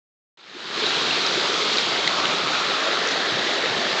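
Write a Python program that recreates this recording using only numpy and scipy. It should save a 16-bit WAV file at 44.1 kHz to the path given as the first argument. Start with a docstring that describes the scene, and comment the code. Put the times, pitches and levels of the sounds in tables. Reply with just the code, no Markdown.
"""A shallow stream fades in, rushing over stones, heard from just above the water as a hand lowers a trout
into it. Bubbles and churning noise make the gurgle, rush and spray; pockets between the stones ring, and
drips, glugs and spatter sound close by. The echo off the surface colours the rush, rising in pitch as
the microphone sinks. A limiter ducks after the sharpest drip."""
import sys
import numpy as np
from scipy import signal
from scipy.fft import rfft, irfft, next_fast_len
from scipy.io import wavfile
from scipy.ndimage import uniform_filter1d, map_coordinates

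SR = 44100
rng = np.random.default_rng(int(sys.argv[2]) if len(sys.argv) > 2 else 0)


def wav_out(sig):
    """Save sig, one row per channel (or a flat mono array), as 16-bit PCM at SR to the path in sys.argv[1]."""
    wavfile.write(sys.argv[1], SR, np.round(np.clip(np.atleast_2d(sig).T, -1, 1) * 32767).astype(np.int16))


N = 176400


def amp(db):
    """Decibels to gain."""
    return 10 ** (np.asarray(db) / 20)


def unit(x):
    """Scale to rms 1."""
    return x / np.sqrt(np.mean(x ** 2) + 1e-20)


def curves(rows):
    """Automation lanes: one value per sample for each column after the time."""
    times, *columns = np.transpose(rows)
    return [np.interp(np.arange(N) / SR, times, column) for column in columns]


def wobble(knots_per_s):
    """A smooth random drift."""
    return map_coordinates(rng.standard_normal(1024), [np.arange(N) * knots_per_s / SR], mode="wrap")


def equalise(x, points):
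    """A minimum-phase EQ through (Hz, dB) points."""
    size = next_fast_len(N + SR // 2)
    hz, db = np.transpose(points)
    gain = amp(np.interp(np.log(np.fft.rfftfreq(size, 1 / SR) + 1), np.log(hz + 1), db))
    cepstrum = irfft(np.log(gain), size)
    cepstrum[1:size // 2] *= 2  # folded onto positive time, so nothing rings ahead of a hit
    cepstrum[size // 2 + 1:] = 0
    return irfft(rfft(x, size) * np.exp(rfft(cepstrum)), size)[:N]


def resonate(x, hz, width_hz):
    """A resonance applied twice, for steep sides."""
    b, a = signal.iirpeak(hz, hz / width_hz, SR)
    return unit(signal.lfilter(b, a, signal.lfilter(b, a, x)))


def add(out, start_s, sound):
    """Mix a sound in at its start time."""
    part = out[round(start_s * SR):][:len(sound)]
    part += sound[:len(part)]


def churn(patchy_db=1.5):
    """Churning water: noise whose level varies in small patches of time and frequency."""
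    spectrum = signal.stft(rng.standard_normal(N), nperseg=512)[2]
    patches = uniform_filter1d(rng.standard_normal(spectrum.shape), size=5, axis=0)
    patches = uniform_filter1d(patches, size=8, axis=1)
    return unit(signal.istft(spectrum * amp(patchy_db * unit(patches)))[1][:N])


def bubble(t, hz, t60, rise):
    """Trapped air rings as a damped sine whose pitch climbs as it dies."""
    return np.sin(2 * np.pi * hz * t * (1 + rise * t / t60)) * np.exp(-np.log(1000) * t / t60)


def bubbles(low_hz, high_hz, cycles, spread_db, rise, count, samples):
    """A cloud of bubbles at random times, pitches and strengths."""
    when, pitch, strength, life = rng.random((count, 4)).T[:, :, None]
    hz = low_hz * (high_hz / low_hz) ** pitch
    gain = amp(-spread_db * np.log(np.maximum(strength, 1 / 400)))
    polarity = rng.choice([-1, 1], (count, 1))
    age = np.arange(samples)
    rings = gain * polarity * bubble(age / SR, hz, cycles * (.5 + life) / hz, rise)
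    positions = (when * N).astype(int) + age
    return unit(np.bincount(positions.ravel(), rings.ravel(), N)[:N])


# The stream's mix. Each row: time in seconds, then the levels of gurgle, rush and spray in dB.
STREAM_LEVELS = [(.8, -53, -26.5, -28.5), (1.25, -43, -28.5, -27.5), (1.75, -40, -28.5, -27),
                 (2, -34, -28.5, -29), (2.55, -37.5, -28, -29), (2.9, -34.5, -29.5, -29),
                 (3.35, -34.5, -29, -29.5), (3.65, -34, -28, -30.5), (4, -36.5, -28, -28.5)]
# Round gurgle, broad rush, bright spray. Each row: frequency in Hz, gain in dB.
GURGLE_EQ = [(200, -34), (330, -5.5), (450, -4), (600, 3), (720, 1), (1100, -13), (3000, -74)]
RUSH_EQ = [(150, -42.5), (500, -3.5), (800, -1), (1050, 0), (1300, 1), (1600, -1), (2300, -1), (2900, -1),
           (4000, -6.5), (9000, -62)]
SPRAY_EQ = [(800, -37), (2200, -15), (2800, -10), (3250, -3.5), (3900, -4.5), (4400, -4.5), (4900, -8),
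            (5400, -12), (6100, -14.5), (7100, -17.5), (8000, -28.5), (8700, -36.5), (9300, -73.5)]


def stream():
    """Large, middling and tiny bubbles, each on its bed of churning noise."""
    gurgle_db, rush_db, spray_db = curves(STREAM_LEVELS)
    large = bubbles(345, 853, cycles=23, spread_db=2, rise=.3, count=700, samples=4000)
    middling = bubbles(646, 3070, cycles=14.7, spread_db=1, rise=.1, count=2400, samples=1500)
    tiny = bubbles(2336, 7700, cycles=21, spread_db=2.5, rise=.023, count=5000, samples=500)
    bursts = bubbles(1570, 6500, cycles=10.5, spread_db=-2, rise=0, count=3500, samples=100)
    gurgle = unit(unit(equalise(churn(), GURGLE_EQ)) + amp(-10.5) * unit(equalise(large, GURGLE_EQ)))
    rush_bubbles = unit(equalise(middling + amp(4) * bursts, RUSH_EQ))
    rush = unit(unit(equalise(churn(), RUSH_EQ)) + amp(-2) * rush_bubbles)
    spray = unit(equalise(churn() + amp(-14) * tiny + amp(-7.5) * bursts, SPRAY_EQ))
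    surge_db = .17 * wobble(35)
    return (gurgle * amp(gurgle_db + .42 * wobble(12))
            + rush * amp(rush_db + surge_db + .064 * wobble(17))
            + spray * amp(spray_db + surge_db + .29 * wobble(18)))


# The bounce off the water. Each row: time in seconds, extra path in metres.
ECHO_DETOUR = [(.8, 0.2), (1.8, 0.25), (2.6, 0.21), (3.1, 0.15), (3.9, 0.12)]


def surface_echo(x, gain=.14, sound_m_per_s=326):
    """The water mirrors the rush a moment later, hollowing some pitches and lifting others."""
    path_m, = curves(ECHO_DETOUR)
    dull = equalise(x, [(2200, 0), (4000, -23.5)])
    return x + gain * map_coordinates(dull, [np.arange(N) - path_m / sound_m_per_s * SR], order=1)


# The fizz recedes as the microphone sinks. Each row: time in seconds, level in dB.
RIFFLE_LEVEL = [(.8, -31.5), (1.25, -31), (1.5, -38), (1.8, -36.5), (2.3, -36.5), (2.9, -35.5), (3.4, -37),
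                (3.8, -37)]


def riffle():
    """Tiny bubbles of about one size fizz where the water breaks over stones."""
    level_db, = curves(RIFFLE_LEVEL)
    tiny = bubbles(3030, 5000, cycles=10, spread_db=2, rise=.025, count=2500, samples=400)
    return amp(level_db) * resonate(churn() + amp(-5.5) * tiny, hz=3880, width_hz=800)


# The dull tone of deeper water. Each row: frequency in Hz, gain in dB.
DEPTHS_EQ = [(25, -30.5), (60, -17.5), (95, -17.5), (125, -8.5), (200, -1.5), (280, 1), (400, 2.5),
             (700, -16), (2000, -59)]
# Its fader. Each row: time in seconds, level in dB.
DEPTHS_FADER = [(.6, -36.5), (1.4, -40), (2.35, -37), (2.7, -39.5), (3.55, -39.5), (3.78, -36.5),
                (4, -41.5)]


def depths():
    """Large pockets of air turn over in the deeper water."""
    level_db, = curves(DEPTHS_FADER)
    large = bubbles(109, 426, cycles=11, spread_db=1.5, rise=.12, count=400, samples=5000)
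    bed = unit(equalise(churn(), DEPTHS_EQ))
    return amp(level_db) * unit(bed + amp(-7) * unit(equalise(large, DEPTHS_EQ)))


def waver(x, depth=.045):
    """The pitch of a ringing pocket wanders as the water fills and empties it."""
    speed = 1 + depth * wobble(11)
    return map_coordinates(x, [np.cumsum(speed)], mode="mirror")


# Three hollows. Each row: time in seconds, then the levels of the deep, bright and small one in dB.
POCKET_LEVELS = [(.8, -40.5, -47, -45.5), (1.6, -35.5, -35, -46), (2.05, -40, -42.5, -51),
                 (2.2, -35.5, -30, -51), (2.37, -43.5, -38.5, -48), (2.57, -42, -31, -40),
                 (2.8, -39, -33.5, -35.5), (3.1, -37.5, -34.5, -33.5), (3.5, -44, -47, -34.5),
                 (4, -38, -38.5, -39.5)]


def pockets():
    """Water tumbling through gaps between the stones rings their hollows."""
    deep_db, bright_db, small_db = curves(POCKET_LEVELS)
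    slaps = bubbles(292, 1700, cycles=2.6, spread_db=-.8, rise=0, count=900, samples=800)
    deep = resonate(churn() + amp(-5) * slaps, hz=418, width_hz=193)
    bright = resonate(churn() + amp(-7.5) * slaps, hz=1290, width_hz=340)
    small = resonate(churn() + amp(-2) * slaps, hz=1770, width_hz=590)
    return waver(deep) * amp(deep_db) + waver(bright) * amp(bright_db) + waver(small) * amp(small_db)


# The wet snap of pops and drips. Each row: frequency in Hz, gain in dB.
SPLAT_EQ = [(200, -19.5), (1200, -14.5), (2000, 4.5), (4200, 4.5), (5200, -18.5), (7200, -12.5),
            (9000, -54.5)]


def pops():
    """Small bubbles burst faintly on the surface close by."""
    sparse = bubbles(2000, 7000, cycles=2, spread_db=2, rise=0, count=110, samples=100)
    return equalise(amp(-43.5) * sparse, SPLAT_EQ)


# Close drips. Each row: start in seconds, level in dB, pitch in Hz, seconds to die away by 60 dB.
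DRIP_CUES = [(0.497, -16, 3880, 0.034), (0.864, -12, 3800, 0.025), (1.108, -15.5, 2670, 0.03),
             (1.7835, -10, 3810, 0.013), (2.0755, 1.5, 3780, 0.0065), (2.255, -6, 2600, 0.0044)]


def drips(splat_db=-10, splat_t60_s=.022):
    """Each drop hits with a noisy splat and a brief bubble ring."""
    out, t = np.zeros(N), np.arange(SR // 4) / SR
    noise = unit(equalise(rng.standard_normal(N), SPLAT_EQ))
    for start_s, db, hz, t60 in DRIP_CUES:
        splat = noise[round(start_s * SR):][:len(t)] * np.exp(-np.log(1000) * t / splat_t60_s)
        attack = 1 - np.exp(-t * hz)
        add(out, start_s, amp(db) * attack * (bubble(t, hz, t60, rise=.085) + amp(splat_db) * splat))
    return out


# Hollow glugs. Each row: start in seconds, first bubble's level in dB, centre pitch in Hz.
GLUG_CUES = [(0.547, -13.5, 354), (0.772, -19, 357), (.82, -17, 427), (.955, -18, 386), (1.175, -26, 393),
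             (1.36, -21, 375), (2.42, -36.5, 133), (2.865, -14.5, 620), (3.32, -35, 131), (3.635, -19, 517),
             (3.70, -32, 140), (3.765, -23.5, 187)]


def glugs(gap_s=.009, pitch_scatter=.09, step_db=.5, cycles=14.2):
    """Three low bubbles ring in quick succession between the stones, each a touch louder."""
    out, t = np.zeros(N), np.arange(SR // 4) / SR
    for start_s, db, centre_hz in GLUG_CUES:
        for k, hz in enumerate(centre_hz * np.exp(pitch_scatter * rng.standard_normal(3))):
            attack = 1 - np.exp(-t * hz)
            ring = attack * bubble(t, hz, cycles / hz, rise=.03)
            add(out, start_s + k * gap_s, amp(db + k * step_db) * ring)
    return out


# Fine ticks. Each row: centre time in seconds, level in dB, pitch in Hz.
SPATTER_CUES = [(1.266, -24, 4870), (1.772, -24, 4000), (3.074, -30, 5900), (3.09, -27.5, 5770),
                (3.117, -33, 5950)]


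def spatter(half_width_s=.0026):
    """Fine droplets tick as tiny swells of bright, pitched noise."""
    out, t = np.zeros(N), np.arange(N) / SR
    noise = equalise(rng.standard_normal(N), [(6800, 11), (9000, -24)])
    for centre_s, db, hz in SPATTER_CUES:
        swell = np.exp(-((t - centre_s) / half_width_s) ** 2)
        out += amp(db) * swell * resonate(noise, hz, width_hz=2000)
    return out


def scene():
    """The bed of running water with the close details on top, in mono."""
    bed = surface_echo(stream()) + riffle() + depths() + pockets()
    return (bed + pops() + drips() + glugs() + spatter())[None]


def lowpass(x, hz):
    """A steep treble cut."""
    return signal.sosfilt(signal.ellip(10, .1, 80, hz, fs=SR, output="sos"), x)


def limiter(x, threshold_db=-6, release_s=.038):
    """The gain ducks just after a peak and quickly recovers."""
    over_db = np.maximum(20 * np.log10(np.abs(x) + 1e-9) - threshold_db, 0)
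    release = np.exp(np.arange(N) / SR / release_s)
    duck_db = np.maximum.accumulate(over_db * release) / release
    attack = np.hanning(64)
    return x * amp(-signal.lfilter(attack / attack.sum(), 1, duck_db))


# The master fade-in. Each row: time in seconds, gain in dB.
FADE_IN = [(.37, -27.5), (.5, -18.5), (.6, -12), (.72, -6), (.8, 0), (.86, 2)]


def record(dry, clip_db=-4.5, start_s=.3725):
    """A narrow-band microphone, a limiter, clipping, a fade-in from silence and a softened top end."""
    limited = limiter(lowpass(dry[0], hz=9100))
    clipped = np.clip(limited, -amp(clip_db), amp(clip_db))
    fade_db, = curves(FADE_IN)
    faded = clipped * amp(fade_db) * (np.arange(N) / SR > start_s)
    softened = equalise(faded, [(8000, 0), (9800, -11)])
    return lowpass(softened, hz=16000)[None]


dry = scene()
out = record(dry)
wav_out(out)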